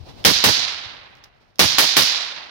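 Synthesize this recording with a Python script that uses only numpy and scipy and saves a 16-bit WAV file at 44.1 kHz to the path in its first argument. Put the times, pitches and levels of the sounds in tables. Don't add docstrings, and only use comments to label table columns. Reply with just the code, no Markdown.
import sys
import numpy as np
from scipy import signal
from scipy.io import wavfile
from scipy.ndimage import uniform_filter1d

SR = 44100
rng = np.random.default_rng(int(sys.argv[2]) if len(sys.argv) > 2 else 0)


def waveform_to_disk(signal):
    frames = np.transpose(np.atleast_2d(signal))
    scaled = np.clip(frames, -1, 1) * 32767
    samples = np.round(scaled).astype(np.int16)
    wavfile.write(sys.argv[1], SR, samples)


N = 110250
T = np.arange(int(1.5 * SR)) / SR

# t/s, crack level/dB, gas blast level/dB,
# low thump level/dB, woods echo level/dB
SHOTS = [(.2494, 0.5, -0.5, 5.5, -0.5), (0.4399, -2, -1.5, 4, -1), (1.5931, -0.5, -1.5, 4.5, -1.5),
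         (1.7834, -0.5, -6, -12.5, -1.5), (1.9671, 0, -4.5, -6.5, -1)]
# f/Hz, level/dB
LEFT_NEAR = [(100, -21.5), (1200, -2), (2600, -1.5), (3700, -3), (5000, -6), (5900, -14.5), (6900, -10.5),
             (8200, 3), (10000, 5.5), (15000, -2.5)]


def amp(db):
    return 10 ** (np.asarray(db) / 20)


def read(points, hz):
    f, value = np.transpose(points)
    return np.interp(np.log(hz + 1), np.log(f + 1), value)


def unit(x):
    return x / np.sqrt(np.mean(x ** 2) + 1e-20)


def add(mix, s, sound):
    part = mix[:, max(round(s * SR), 0):][:, :sound.shape[1]]
    part += sound[:, :part.shape[1]]


def colour(x, spectrum, left):
    hz = abs(np.fft.fftfreq(4096, 1 / SR))
    right_db = read(spectrum, hz)
    left_db = right_db + read(left, hz)
    log_gain = np.log(amp([left_db, right_db]))
    response = np.exp(np.conj(signal.hilbert(log_gain)))
    taps = np.fft.ifft(response).real[:, :len(hz) // 2]
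    return signal.fftconvolve(x, taps, axes=1)[:, :x.shape[1]]


def noise():
    return rng.standard_normal((2, len(T)))


def flutter(depth_db, size):
    wander = unit(uniform_filter1d(rng.standard_normal(len(T)), size))
    return unit(amp(depth_db * wander))


def burst(length):
    x = noise() * np.exp(-T / length)
    energy_norm = np.linalg.norm(x, axis=1, keepdims=True)
    return x / energy_norm * np.sqrt(length * SR / 2)


def scatter(t60, grain_db):
    present = rng.random((2, len(T))) < .3
    reflections = unit(noise() * present * flutter(grain_db, size=24))
    hz, t, bands = signal.stft(reflections, SR, nperseg=256)
    decay = amp(-60 * t / read(t60, hz)[:, None])
    return signal.istft(bands * decay, SR, nperseg=256)[1][:, :len(T)]


def echoes(t60, grain_db):
    same_paths = 0.56
    common = np.sqrt(same_paths) * scatter(t60, grain_db)
    return [common + np.sqrt(1 - same_paths) * scatter(t60, grain_db) for _ in SHOTS]


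def rumble():
    # t/s, level/dB
    wind_level = [(0, -47.5), (.22, -49), (.7, -47.5), (1.2, -47), (1.55, -53), (1.9, -61.5), (2.5, -68)]
    top_hz, right_db = 132, -5.5
    low = signal.butter(3, [30, top_hz], "band", fs=SR, output="sos")
    level = np.interp(np.arange(N) / SR, *np.transpose(wind_level))
    wind = unit(signal.sosfilt(low, rng.standard_normal((2, N))))
    return amp(level + np.array([[0], [right_db]])) * wind


def breeze():
    # f/Hz, level/dB
    air_spectrum = [(20, -17), (130, -5), (220, -8), (450, -8), (800, -8.5), (1400, -19), (2500, -18),
                    (4200, -14.5), (5500, -17.5), (7500, -35), (10000, -39.5), (16000, -40)]
    level_db, swell_db = -31, 4.5
    left = [(60, 5), (300, 3.5), (1500, -3), (4000, -5), (6000, -14), (9000, 1)]  # f/Hz, level/dB
    swell = amp(swell_db * unit(uniform_filter1d(rng.standard_normal(N), size=5000)))
    return amp(level_db) * colour(rng.standard_normal((2, N)) * swell, air_spectrum, left)


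def bumps():
    # t/s, level/dB, f/Hz
    air_bumps = [(.012, -27, 95), (.036, -30, 76), (0.145, -41, 85.4), (.169, -38.5, 215),
                 (0.867, -23.5, 94)]
    out = np.zeros((2, N))
    for s, db, hz in air_bumps:
        cycles = (np.arange(N) / SR - s) * hz
        pulse = np.sin(2 * np.pi * cycles) * np.exp(-(cycles / 0.72) ** 2)
        out += amp([[db], [db - 23]]) * pulse
    return out


def woods():
    # f/Hz, level/dB
    woods_spectrum = [(30, -50.5), (110, -35.5), (400, -28.5), (750, -20), (1400, -15.5), (2400, -11),
                      (3100, -6), (3950, 2), (5200, 1), (6100, -2.5), (7200, -13.5), (8200, -25),
                      (10500, -34.5), (15500, -38)]
    # f/Hz, level/dB
    left_far = [(60, -9.5), (250, 3), (1200, -3.5), (2400, -1.5), (3900, -11), (5000, -8), (5900, -19.5),
                (6900, -12.5), (8200, 1.5), (10500, 6.5), (15000, 1.5)]
    # f/Hz, 60 dB decay time/s
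    woods_t60 = [(100, 1.5), (600, 1.88), (1300, 1.52), (2400, 1.26), (3600, .95), (4800, 0.77),
                 (6000, 0.65), (9500, 0.6), (15000, .55)]
    level_db, rise_s, grain_db, patch_db = 16, 0.074, 2.5, 1
    out = np.zeros((2, N))
    swell = (1 - np.exp(-T / rise_s)) * flutter(patch_db, size=700)
    for (s, _, _, _, echo_db), tail in zip(SHOTS, echoes(woods_t60, grain_db)):
        add(out, s, amp(level_db + echo_db) * swell * tail)
    return colour(out, woods_spectrum, left_far)


def trunks():
    # delay t/s, level/dB, left minus right level/dB
    trunk_paths = [(0.063, -1.5, -5), (0.1129, 0, -9), (0.14, -4.5, -1), (.161, -1, 5), (.286, -14.5, -14)]
    # f/Hz, level/dB
    trunk_spectrum = [(300, -19), (2000, -2), (4500, 5.5), (6000, -1), (8500, -19.5), (15500, -20.5)]
    slap_s = .0009
    out = np.zeros((2, N))
    for s, _, _, _, echo_db in SHOTS:
        for delay, db, pan_db in trunk_paths:
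            side_db = np.array([[pan_db], [-pan_db]]) / 2
            add(out, s + delay, amp(echo_db + db + side_db) * burst(slap_s))
    return colour(out, trunk_spectrum, LEFT_NEAR)


def thuds():
    # f/Hz, level/dB
    low_spectrum = [(25, -14), (75, 0.5), (150, 1), (350, -3.5), (600, -9.5), (1200, -25), (4000, -50)]
    roll_db, roll_t60, roll_rise_s = -11, 1.0, .04
    bolt_delay_s, bolt_db, bolt_s = .062, 12, .005
    out = np.zeros((2, N))
    rise = 1 - np.exp(-T / roll_rise_s)
    roll = rise * amp(roll_db - 60 * T / roll_t60) * flutter(3, size=900)
    bolt_side_db = np.array([[-16], [0]])
    for s, _, _, thump_db, _ in SHOTS:
        add(out, s, amp(thump_db) * roll * noise())
        bolt = amp(bolt_db + thump_db / 2 + bolt_side_db) * burst(bolt_s)
        add(out, s + bolt_delay_s, bolt)
    return colour(out, low_spectrum, [(60, 2), (600, 1)])


def action():
    # t/s, level/dB
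    clicks = [(1.1524, -30), (1.1705, -33), (1.2392, -19), (1.2428, -18), (1.3475, -44), (1.5575, -26.5)]
    # f/Hz, level/dB
    steel_spectrum = [(200, -26.5), (1400, -5.5), (2500, -3.5), (3600, 5.5), (4300, -1.5), (5200, 9.5),
                      (6500, -2), (8500, -21.5), (15500, -11)]
    hammer_lead_s, hammer_db = 0.0075, -11
    snap_s, ring_s, ring_db = 0.0011, .016, -19
    out = np.zeros((2, N))
    hammer_falls = [(row[0] - hammer_lead_s, hammer_db) for row in SHOTS]
    for s, db in list(clicks) + hammer_falls:
        add(out, s, amp(db) * (burst(snap_s) + amp(ring_db) * burst(ring_s)))
    return colour(out, steel_spectrum, LEFT_NEAR)


def blasts():
    # f/Hz, level/dB
    blast_spectrum = [(25, -19.5), (70, -8), (140, -6), (300, 0.5), (700, -0.5), (1400, -4), (2400, -5.5),
                      (4000, -3), (7000, -13.5), (16000, -27.5)]
    muzzle_db, muzzle_s, gas_db = 11.5, 0.00049, 7
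    hold_s, fall_s = np.array([[0.014], [.058]]), np.array([[0.022], [.011]])
    thump_level_db, thump_hz, thump_rise_s = -8.5, 120, 0.023
    left = [(100, 1.5), (400, 0.5), (1200, -4.5), (4000, -3.5)]  # f/Hz, level/dB
    out = np.zeros((2, N))
    u = T / muzzle_s
    pulse = (1 - u) * np.exp(-u)
    rush = np.exp(-np.maximum(T - hold_s, 0) / fall_s)
    low = signal.butter(2, [thump_hz / 1.6, thump_hz * 1.6], "band", fs=SR, output="sos")
    thump_rise = 1 - np.exp(-T / thump_rise_s)
    for s, _, blast_db, thump_db, _ in SHOTS:
        gas = amp(gas_db + blast_db) * noise() * flutter(2.6, size=100)
        thump = amp(thump_level_db + thump_db) * unit(signal.sosfilt(low, noise())) * thump_rise
        add(out, s, rush * (gas + thump) + amp(muzzle_db + blast_db) * pulse)
    return colour(out, blast_spectrum, left)


def cracks():
    # f/Hz, level/dB
    crack_spectrum = [(60, -28), (300, -3.5), (1200, -2.5), (2500, -3.5), (3600, -2.5), (4900, -0.5),
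                      (6000, -2), (7200, -12), (8500, -19), (11000, -15.5), (15500, -11.5)]
    # f/Hz, 60 dB decay time/s
    brush_t60 = [(100, 0.25), (1200, 0.17), (4000, 0.39), (9000, 0.28), (15000, .25)]
    report_db, report_s = 12, 0.00091
    brush_db, grain_db = 12.5, 0.6
    out = np.zeros((2, N))
    for (s, db, _, _, _), spray in zip(SHOTS, echoes(brush_t60, grain_db)):
        report = amp(report_db) * burst(report_s)
        add(out, s, amp(db) * (report + amp(brush_db) * spray))
    return colour(out, crack_spectrum, LEFT_NEAR)


def scene():
    air = rumble() + breeze() + bumps()
    echo = woods() + trunks()
    rifle = thuds() + action() + blasts() + cracks()
    return air + echo + rifle


def record(dry):
    duck_above_db, duck_max_db, edge_hz = -26.5, 11.5, 15900
    power = abs(uniform_filter1d((dry ** 2).mean(0), size=40))
    power_db = 10 * np.log10(power + 1e-12)
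    wanted_db = np.clip(power_db - duck_above_db, 0, duck_max_db)
    duck_db = np.maximum.accumulate(wanted_db)
    clipped = np.clip(dry * amp(-uniform_filter1d(duck_db, size=60)), -1, 1)
    low_pass = signal.firwin(401, edge_hz, window=("kaiser", 8), fs=SR)
    return signal.oaconvolve(clipped, low_pass[None], "same")


dry = scene()
out = record(dry)
waveform_to_disk(out)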